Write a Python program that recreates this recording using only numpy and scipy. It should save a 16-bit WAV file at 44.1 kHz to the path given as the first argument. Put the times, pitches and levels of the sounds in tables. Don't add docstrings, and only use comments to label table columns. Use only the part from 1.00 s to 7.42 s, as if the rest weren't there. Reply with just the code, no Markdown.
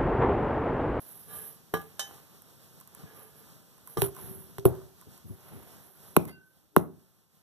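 import sys
import numpy as np
from scipy import signal
from scipy.fft import rfft, irfft, next_fast_len
from scipy.io import wavfile

SR = 44100
rng = np.random.default_rng(int(sys.argv[2]) if len(sys.argv) > 2 else 0)


def wrap_up_sound(samples):
    columns = np.atleast_2d(samples).T
    tamed = np.clip(columns, -1, 1)
    steps = np.round(tamed * 32767).astype(np.int16)
    wavfile.write(sys.argv[1], SR, steps)


N = 283122
TIME = np.arange(N) / SR
RING_TIME = TIME[:SR // 2]


# (time [s], ring [dB], place [-1 top, 0 belly, 1 rim], ring time [factor],
# knock [dB], crack [dB])
POT_CLANKS = [(0.7387, -30.5, -0.015, 0.99, -23.5, -34.5), (0.7508, -61, -0.43, .6, -34.5, -52),
              (0.769, -52, 0.35, 0.42, -37, -48.5), (0.994, -36.5, 0.95, 1.27, -38, -34),
              (1.1097, -68, 0.43, 0.83, -45.5, -65), (2.971, -31, -0.87, 0.44, -33.5, -44.5),
              (2.9796, -37, -.6, 0.26, -35.5, -52), (2.997, -44.5, -1, 0.28, -51.5, -50)]
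# (frequency [Hz], level [dB], t60 [s])
SOLE_MODES = [(738.5, 1.5, 0.011), (1070, 2.5, 0.014), (1423, -1.5, 0.011), (2050, -9.5, 0.01)]
# (frequency [Hz], level [dB], t60 [s])
BASE_MODES = [(164, -4, 0.047), (304, 1.5, 0.018), (467, 1, 0.0064)]
# (frequency [Hz], level [dB])
SLAP_COLOUR = [(100, -24.5), (600, -5.5), (1200, 5.5), (1800, 3), (3000, -10.5), (4500, -24),
               (15000, -34.5)]
# (frequency [Hz], level [dB])
CLASH_COLOUR = [(500, -20.5), (2500, -10), (3800, 4), (6500, 4), (8500, 4), (10000, 3), (15000, -35)]

def clanks(base_db=4, rattle_db=-16, slap_db=-5, wobble_db=2.2):
    out = np.zeros(N)
    for s, ring_db, place, ring_scale, knock_db, crack_db in POT_CLANKS:
        wobble = wobble_db * wander(88)[:len(RING_TIME)]
        modes = shell(place)
        steel = ring(modes + twins(modes), ring_scale) + ring(wall_modes(place), ring_scale)
        add(out, s, amp(ring_db + wobble) * steel)
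        slap = amp(slap_db) * crack(0.0021, SLAP_COLOUR)
        base = amp(base_db) * (1 - place) * ring(BASE_MODES)
        add(out, s, amp(knock_db) * (ring(SOLE_MODES) + slap + base))
        attack = crack(0.0065, CRACK_COLOUR)
        rattle = amp(rattle_db) * crack(0.087, CRACK_COLOUR, grain_db=4)
        clash = place * crack(0.015, CLASH_COLOUR)
        add(out, s, amp(crack_db) * (attack + rattle + clash))
    return out


# (frequency [Hz], pressed on top [dB], belly hit [dB], rim hit [dB], t60 [s])
SHELL_MODES = [(443, 5, 5, -19, .15), (797, -16, -12, -12, .32), (1194, -1.5, -2.5, -19, .26),
               (1505, -14, -11, -17, .2), (1673, -18, -3.5, -15, .24), (1743, -24, -24, -8, .26),
               (1933, -22, -20, -22, .2), (2105, -24, -17, -27, .14), (2229, -22, -18, -23, .14),
               (2365, -24, -19, -28, .1), (3065, -24, -21, 2.5, .2), (3131, -14, -12, -18, .11),
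               (3605, -28, -28, -8, .13), (3871, -18, -20, -6, .15), (3960, -22, -19, -20, .12),
               (4818, -32, -32, -14, .17), (5160, -26, -28, -3, .14), (5235, -27, -27, -18, .16),
               (5674, -19, -21, -22, .19), (6035, -35, -35, -1.5, .17), (6281, -36, -36, -10, .16),
               (6340, -36, -36, -13, .22), (6710, -42, -42, -10, .18), (7600, -42, -42, -11, .15),
               (8790, -40, -40, -13, .16)]

def shell(place):
    return [(hz, np.interp(place, [-1, 0, 1], levels), t60) for hz, *levels, t60 in SHELL_MODES]


def twins(modes):
    return [(hz * (1 + rng.choice([-1, 1]) * rng.uniform(.01, .04)), db - 11, t60 / 2)
            for hz, db, t60 in modes]


def wall_modes(place, level_db=-24.5, count=80):
    hz = np.geomspace(850, 10500, count) * rng.uniform(.98, 1.02, count)
    db_per_octave = -4.5 * (1 - np.clip(place, 0, 1))
    db = level_db + db_per_octave * np.log2(hz / 1000) + 2 * rng.standard_normal(count)
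    t60 = rng.uniform(.07, .17, count)
    return np.column_stack([hz, db, t60])


# (time [s], crack [dB], grit [dB], bite [dB], sole [dB], snap [dB],
# clonk [dB], clonk ring time [factor], clonk pitch before limiting [factor], crunch [dB],
# delay to the floor [s], base [dB], boards [dB])
BOOT_BLOWS = [(2.972, -43, -52, -63.5, -38, -55, -36, 1, 0.87, -58, .012, -38, -28),
              (3.0195, -17.5, -19.5, -37.5, -29, -31, -21.5, 2, 1.07, -58, 0.006, -50, -26.5),
              (3.583, -38.5, -52, -45, -35.5, -48, -37, 2.1, 1.02, -54.5, .003, -59.5, -38),
              (3.6536, -28.5, -20, -49.5, -19, -25.5, -9, .95, 0.995, -28.5, 0.0025, -21.5, -16.5),
              (5.1653, -13.5, -14, -42.5, -10.5, -15, -22, 0.83, 1, -40, .0055, -4.5, -27),
              (5.7640, -16.5, -29, -39.5, -9, -25, -19.5, 0.87, 0.97, -39, .0055, -4, -27)]
# (frequency [Hz], level [dB])
CRACK_COLOUR = [(100, -15), (700, 10.5), (3000, 4), (5000, -8.5), (8000, -6), (11000, 1), (15000, -2.5)]
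# (frequency [Hz], level [dB], t60 [s])
SNAP_MODES = [(2450, 0.5, 0.0099), (2850, -3, 0.0087)]
# (frequency [Hz], level [dB])
CRUNCH_COLOUR = [(80, -10), (280, 4.5), (500, 2), (900, -1), (1500, -10.5), (3000, -32.5), (15000, -50)]
# (frequency [Hz], level [dB])
BITE_COLOUR = [(1000, -16.5), (2800, -1), (4000, 1.5), (4800, -4.5), (6200, -0.5), (7500, -5), (14000, -9)]

def blows(knock_lag_s=0.00014, slap_db=-5, crunch_s=0.075, bite_s=0.014):
    out = np.zeros(N)
    for s, crack_db, grit_db, bite_db, sole_db, snap_db, _, _, _, crunch_db, *_ in BOOT_BLOWS:
        add(out, s, amp(crack_db) * crack(0.00091, CRACK_COLOUR))
        add(out, s, amp(grit_db) * crack(0.0024, SWISH_COLOUR))
        add(out, s, amp(sole_db + slap_db) * crack(0.0019, SLAP_COLOUR))
        add(out, s + knock_lag_s, amp(sole_db) * ring(SOLE_MODES) + amp(snap_db) * ring(SNAP_MODES))
        add(out, s, amp(crunch_db) * crack(crunch_s, CRUNCH_COLOUR))
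        add(out, s, amp(bite_db) * crack(bite_s, BITE_COLOUR, grain_db=5))
    return out


# (frequency [Hz], level [dB], t60 [s])
PINNED_MODES = [(386, 3.5, .066), (327, -14, .11), (275, -11, .12), (222, -18, .12), (410, -15, .12),
                (533, -20, .13), (668, -21, .16), (755, -27, .12), (867, -29, .1), (1095, -33, .12),
                (1450, -38, .14)]
# (frequency [Hz], level [dB], t60 [s])
HUM_MODES = [(383, -19.5, .46), (364, -27, .34)]

def clonks(rise_s=0.0025, hum_db=0.5, flex_db=2, flex_s=0.061, soft_db_per_octave=7):
    out = np.zeros(N)
    main_hz = PINNED_MODES[0][0]
    for s, *_, clonk_db, ring_scale, pitch, _, _, _, _ in BOOT_BLOWS:
        pitch = np.clip(pitch, .995, 1.025)
        rolloff = soft_db_per_octave * max(ring_scale - 1, 0)
        modes = [(hz, db - rolloff * abs(np.log2(hz / main_hz)), t60) for hz, db, t60 in PINNED_MODES]
        body = ring(modes, ring_scale, pitch) + amp(hum_db) * ring(HUM_MODES, pitch=pitch)
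        swell = 1 - np.exp(-RING_TIME / (rise_s * ring_scale))
        flex = amp(flex_db * wander(45)[:len(RING_TIME)] * np.minimum(RING_TIME / flex_s, 1))
        add(out, s, -amp(clonk_db) * swell * flex * body)
    return out


# (frequency [Hz], level [dB], t60 [s])
BOARD_MODES = [(91, -10, 0.12), (104, -6, 0.13), (132.4, 8, 0.062), (181.7, -12, 0.12)]

def thuds():
    base, boards = np.zeros((2, N))
    for s, *_, delay_s, base_db, boards_db in BOOT_BLOWS:
        add(base, s + delay_s, -amp(base_db) * ring(BASE_MODES))
        add(boards, s + delay_s, amp(boards_db) * ring(BOARD_MODES))
    return base, boards


# (start [s], peak [s], end [s], hiss [dB], scrape [dB])
SOLE_SKIDS = [(2.977, 3.045, 3.11, -41.5, -41), (3.649, 3.662, 3.71, -42, -47),
              (5.267, 5.288, 5.35, -60.5, -52.5), (5.768, 5.778, 5.85, -53, -51)]
# (frequency [Hz], level [dB])
SCRAPE_COLOUR = [(60, -11), (250, 6.5), (420, 3), (600, 3.5), (1100, 0.5), (3000, -8), (6000, -17),
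                 (14000, -20), (14800, -42.5)]

def skids(edge_db=-14, grain_db=3):
    out, hiss, scrape = np.zeros(N), friction(), noise(SCRAPE_COLOUR)
    for start, peak, end, hiss_db, scrape_db in SOLE_SKIDS:
        fade_db = np.interp(TIME, [start, peak, end], [edge_db, 0, 2 * edge_db], left=-100, right=-100)
        out += amp(fade_db) * (amp(hiss_db) * hiss + amp(scrape_db) * scrape)
    return out * amp(grain_db * wander(630))


# (frequency [Hz], level [dB])
SWISH_COLOUR = [(500, -30.5), (2000, -9.5), (6000, -16), (8500, -9), (11000, 3), (14100, -4.5),
                (14700, -27.5), (16000, -39)]

def friction(slips_per_s=1500, slip_spread_db=0.5, whistle_db=1, count=48):
    strength = amp(slip_spread_db * np.minimum(rng.exponential(1, N), 4))
    slips = strength * rng.choice([-1, 1], N) * (rng.random(N) < slips_per_s / SR)
    hz = rng.uniform(8000, 14200, count)
    db = 3 * rng.standard_normal(count)
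    t60 = rng.uniform(.015, .05, count)
    whistle = signal.fftconvolve(slips, ring(zip(hz, db, t60)))[:N]
    hiss = unit(colour(slips, SWISH_COLOUR))
    return unit(hiss + amp(whistle_db) * unit(colour(whistle, SWISH_COLOUR)))


# (start [s], length [s], pitch [Hz], level [dB])
STEEL_SQUEALS = [(3.039, .04, 10550, -41), (5.28, .42, 1529, -60), (5.28, .22, 2756, -63),
                 (5.265, .12, 2060, -56.5), (5.265, .19, 4613, -65.5)]

def squeals(waver=0.004, stutter_db=3, peak_share=0.24):
    out = np.zeros(N)
    for s, length, hz, db in STEEL_SQUEALS:
        size = int(length * SR)
        u = np.linspace(0, 1, size) / peak_share
        swell = (u * np.exp(1 - u)) ** 3
        stutter = amp(stutter_db * wander(110)[:size])
        cycles = np.cumsum(hz * (1 + waver * wander(60)[:size])) / SR
        add(out, s, amp(db) * swell * stutter * np.sin(2 * np.pi * cycles))
    return out


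# (fastest moment [s], length [s], swish of leather and pile [dB],
# pot scrape [dB], pot ring [dB])
CARPET_DRAGS = [(0.08, 0.41, -60, -64.5, -76), (0.309, 0.075, -77, -63, -54), (0.38, 0.19, -49.5, -56, -58),
                (1.078, 0.46, -76, -65.5, -73), (2.044, 0.32, -79, -61, -63),
                (2.201, 0.15, -64.5, -65.5, -70), (2.389, 0.1, -66, -64.5, -70),
                (2.905, 0.13, -62, -65.5, -69), (3.19, 0.11, -66.5, -58, -58), (3.282, 0.28, -57, -59, -65),
                (4.295, 0.075, -68, -69, -60.5), (4.537, 0.41, -68, -58.5, -69.5),
                (4.87, 0.17, -70, -72, -76.5), (5.065, 0.25, -68, -67, -74), (5.5, 0.17, -81, -83.5, -87.5)]

def rubbing(rumble_db=-3, grain_db=1, patchy_db=1.4):
    speeds = np.array([drag_speed(s, length) for s, length, *_ in CARPET_DRAGS])
    swish, scrape, sing = amp(np.transpose(CARPET_DRAGS)[2:]) @ speeds
    catch = amp(grain_db * wander(400) + patchy_db * wander(35))
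    out = catch * (swish * friction() + scrape * noise(SCRAPE_COLOUR))
    pinned = TIME > BOOT_BLOWS[0][0]
    free_ring = ring(shell(place=0.16), ring_scale=.8)
    for body, drive in [(free_ring, sing * ~pinned), (ring(HUM_MODES), sing * pinned)]:
        out += signal.fftconvolve(drive * rng.standard_normal(N), body / np.linalg.norm(body))[:N]
    return out + amp(rumble_db) * scrape * noise(RUMBLE_COLOUR)


def drag_speed(s, length, rise_share=0.35):
    u = (TIME - s) / (length * np.where(TIME < s, rise_share, 1 - rise_share))
    return np.exp(-u * u)


# (time [s], click [dB], tap [dB])
TOUCHES = [(1.18, -75, -55), (1.42, -43.5, -70), (1.801, -42, -68), (1.8107, -43, -53.5), (1.875, -43, -59),
           (1.949, -39, -56.5), (2.034, -63, -54), (2.78, -53, -61.5), (2.874, -36, -47.5),
           (3.083, -51, -46.5), (3.149, -40, -58), (3.165, -39, -44), (3.1854, -49, -46),
           (3.752, -46.5, -52), (3.815, -57, -55), (4.013, -43.5, -57), (4.022, -69, -52),
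           (4.1776, -47, -60), (4.2901, -52.5, -62), (5.253, -34.5, -53), (5.279, -42.5, -53)]
# (frequency [Hz], level [dB])
CLICK_COLOUR = [(500, -20.5), (2000, -2), (4500, -19), (6500, -6), (11000, -2.5), (14000, -4)]
# (frequency [Hz], level [dB], t60 [s])
TAP_MODES = [(980, -6, 0.048), (1059, -1, 0.047), (1194, -3.5, 0.033), (1504, -6, 0.032)]

def ticks():
    out = np.zeros(N)
    for s, click_db, tap_db in TOUCHES:
        add(out, s, amp(click_db) * crack(0.0015, CLICK_COLOUR) + amp(tap_db) * ring(TAP_MODES))
    return out


# (time [s], level [dB], length [s])
WEIGHT_SHIFTS = [(2.031, -46, 0.017), (3.203, -46.5, 0.16), (4.066, -43, 0.017), (4.238, -48.5, 0.043),
                 (4.296, -44.5, 0.032), (4.505, -44.5, 0.067), (5.256, -45.5, 0.03), (5.635, -59, 0.02)]
# (frequency [Hz], level [dB])
RUMBLE_COLOUR = [(20, -26), (50, -13), (90, -1.5), (160, 0), (300, -11.5), (600, -28), (3000, -62.5)]

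def treads():
    push = np.zeros(N)
    for s, db, length in WEIGHT_SHIFTS:
        u = RING_TIME / length * 2
        add(push, s, amp(db) * u * np.exp(1 - u))
    return push * noise(RUMBLE_COLOUR)


# (frequency [Hz], t60 [s])
ROOM_DECAY = [(80, 0.45), (250, 0.4), (1000, 0.26), (4000, 0.3), (12000, 0.38)]
# (frequency [Hz], level [dB])
ROOM_COLOUR = [(60, -4.5), (150, -8.5), (350, -10.5), (650, -12), (1200, -18.5), (3000, -25),
               (12000, -21.5)]

def room(x, onset_s=0.01):
    hz, t, bands = signal.stft(rng.standard_normal(SR), SR, nperseg=256)
    t60 = read(ROOM_DECAY, hz)[:, None]
    equal_energy = np.sqrt(np.log(10 ** 6) / (t60 * SR))
    tail = signal.istft(bands * amp(-60 * t / t60) * equal_energy, SR, nperseg=256)[1][:SR]
    build_up = 1 - np.exp(-(TIME[:SR] / onset_s) ** 2)
    return signal.fftconvolve(x, colour(tail * build_up, ROOM_COLOUR))[:N]


# (frequency [Hz], level [dB])
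BED_COLOUR = [(20, -22.5), (50, -11), (90, -2), (160, 2), (300, -6.5), (600, -11.5), (1400, -14),
              (2200, -22), (3300, -18.5), (6000, -19.5), (10800, -23.5), (12000, -19), (14100, -29.5),
              (14900, -50)]

def background(level_db=-61.5, waver_db=-2.5, sink_at_s=5.2, sink_s=0.098, sink_db=-10):
    sunk = np.clip((TIME - sink_at_s) / sink_s, 0, 1)
    return amp(level_db + sink_db * sunk + waver_db * wander(14)) * noise(BED_COLOUR)


def ring(modes, ring_scale=1, pitch=1):
    t = RING_TIME
    return sum((-1) ** k * amp(db - 60 * t / (t60 * ring_scale)) * np.sin(2 * np.pi * hz * pitch * t)
               for k, (hz, db, t60) in enumerate(modes))


def crack(decay_s, spectrum, grain_db=0):
    fade = np.exp(-RING_TIME / decay_s)
    grains = np.repeat(amp(grain_db * rng.standard_normal(len(fade) // 64 + 1)), 64)[:len(fade)]
    burst = unit(fade * grains * rng.standard_normal(len(fade))) * np.sqrt(np.mean(fade ** 2))
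    return colour(burst, spectrum)


def noise(spectrum):
    return unit(colour(rng.standard_normal(N), spectrum))


def colour(x, spectrum, size=4096):
    log_gain = np.log(amp(read(spectrum, abs(np.fft.fftfreq(size, 1 / SR)))))
    taps = np.fft.ifft(np.exp(signal.hilbert(log_gain).conj())).real[:size // 2]
    return signal.fftconvolve(x, taps)[:len(x)]


def wander(per_s):
    return np.interp(TIME * per_s, np.arange(N), rng.standard_normal(N))


def read(points, hz):
    f, value = np.transpose(points)
    return np.interp(np.log(hz + 1), np.log(f + 1), value)


def add(mix, s, sound):
    part = mix[max(round(s * SR), 0):][:len(sound)]
    part += sound[:len(part)]


def amp(db):
    return 10 ** (np.asarray(db) / 20)


def unit(x):
    return x / np.sqrt(np.mean(x ** 2) + 1e-20)


def scene(clonk_send_db=-5, floor_send_db=-2, floor_pan_db=1, air_pan_db=0.95):
    hits = clanks() + blows() + ticks() + skids() + squeals()
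    clonk = clonks()
    base, boards = thuds()
    send = hits + amp(clonk_send_db) * clonk + amp(floor_send_db) * (base + boards)
    width = amp(-4) * room(send) + amp(-10) * rubbing() + amp(-9) * background()
    side = np.array([[1], [-1]])
    floor = amp(floor_pan_db * side) * (base + boards + treads())
    air = amp(air_pan_db * side) * (room(send) + background())
    return hits + clonk + rubbing() + floor + air + side * width


# (frequency [Hz], level [dB])
MIC_COLOUR = [(15, -27.5), (40, -9.5), (75, 1), (7500, 2), (9500, 4.5), (10600, 5.5), (13400, 11.5),
              (14300, 9), (14900, -12.5), (16000, -16.5)]
# (frequency [Hz], left minus right [dB])
PORT_BALANCE = [(60, 2.5), (150, 1.5), (400, -3.5), (1200, -1.5), (2600, -2), (5000, -3), (9000, -6),
                (14000, -6)]
# (frequency [Hz], lead of the left [rad])
PORT_LEAD = [(0, -2.3), (300, -2.1), (410, -.7), (900, .25), (1400, -.6), (2350, -3.14), (16630, -40.84)]

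def record(dry):
    size = next_fast_len(N + SR)
    hz = np.fft.rfftfreq(size, 1 / SR)
    spectra = rfft([colour(channel, MIC_COLOUR) for channel in dry], size)
    tilt = amp(read(PORT_BALANCE, hz) / 2)
    lead = np.exp(1j * np.interp(hz, *np.transpose(PORT_LEAD)))
    ports = irfft(spectra * [tilt * lead, 1 / tilt], size)[:, :N]
    lowpass = signal.firwin(511, cutoff=16050, window=("kaiser", 9), fs=SR)
    return signal.oaconvolve(np.clip(ports, -1, 1), lowpass[None], "same")


dry = scene()
out = record(dry)
wrap_up_sound(out)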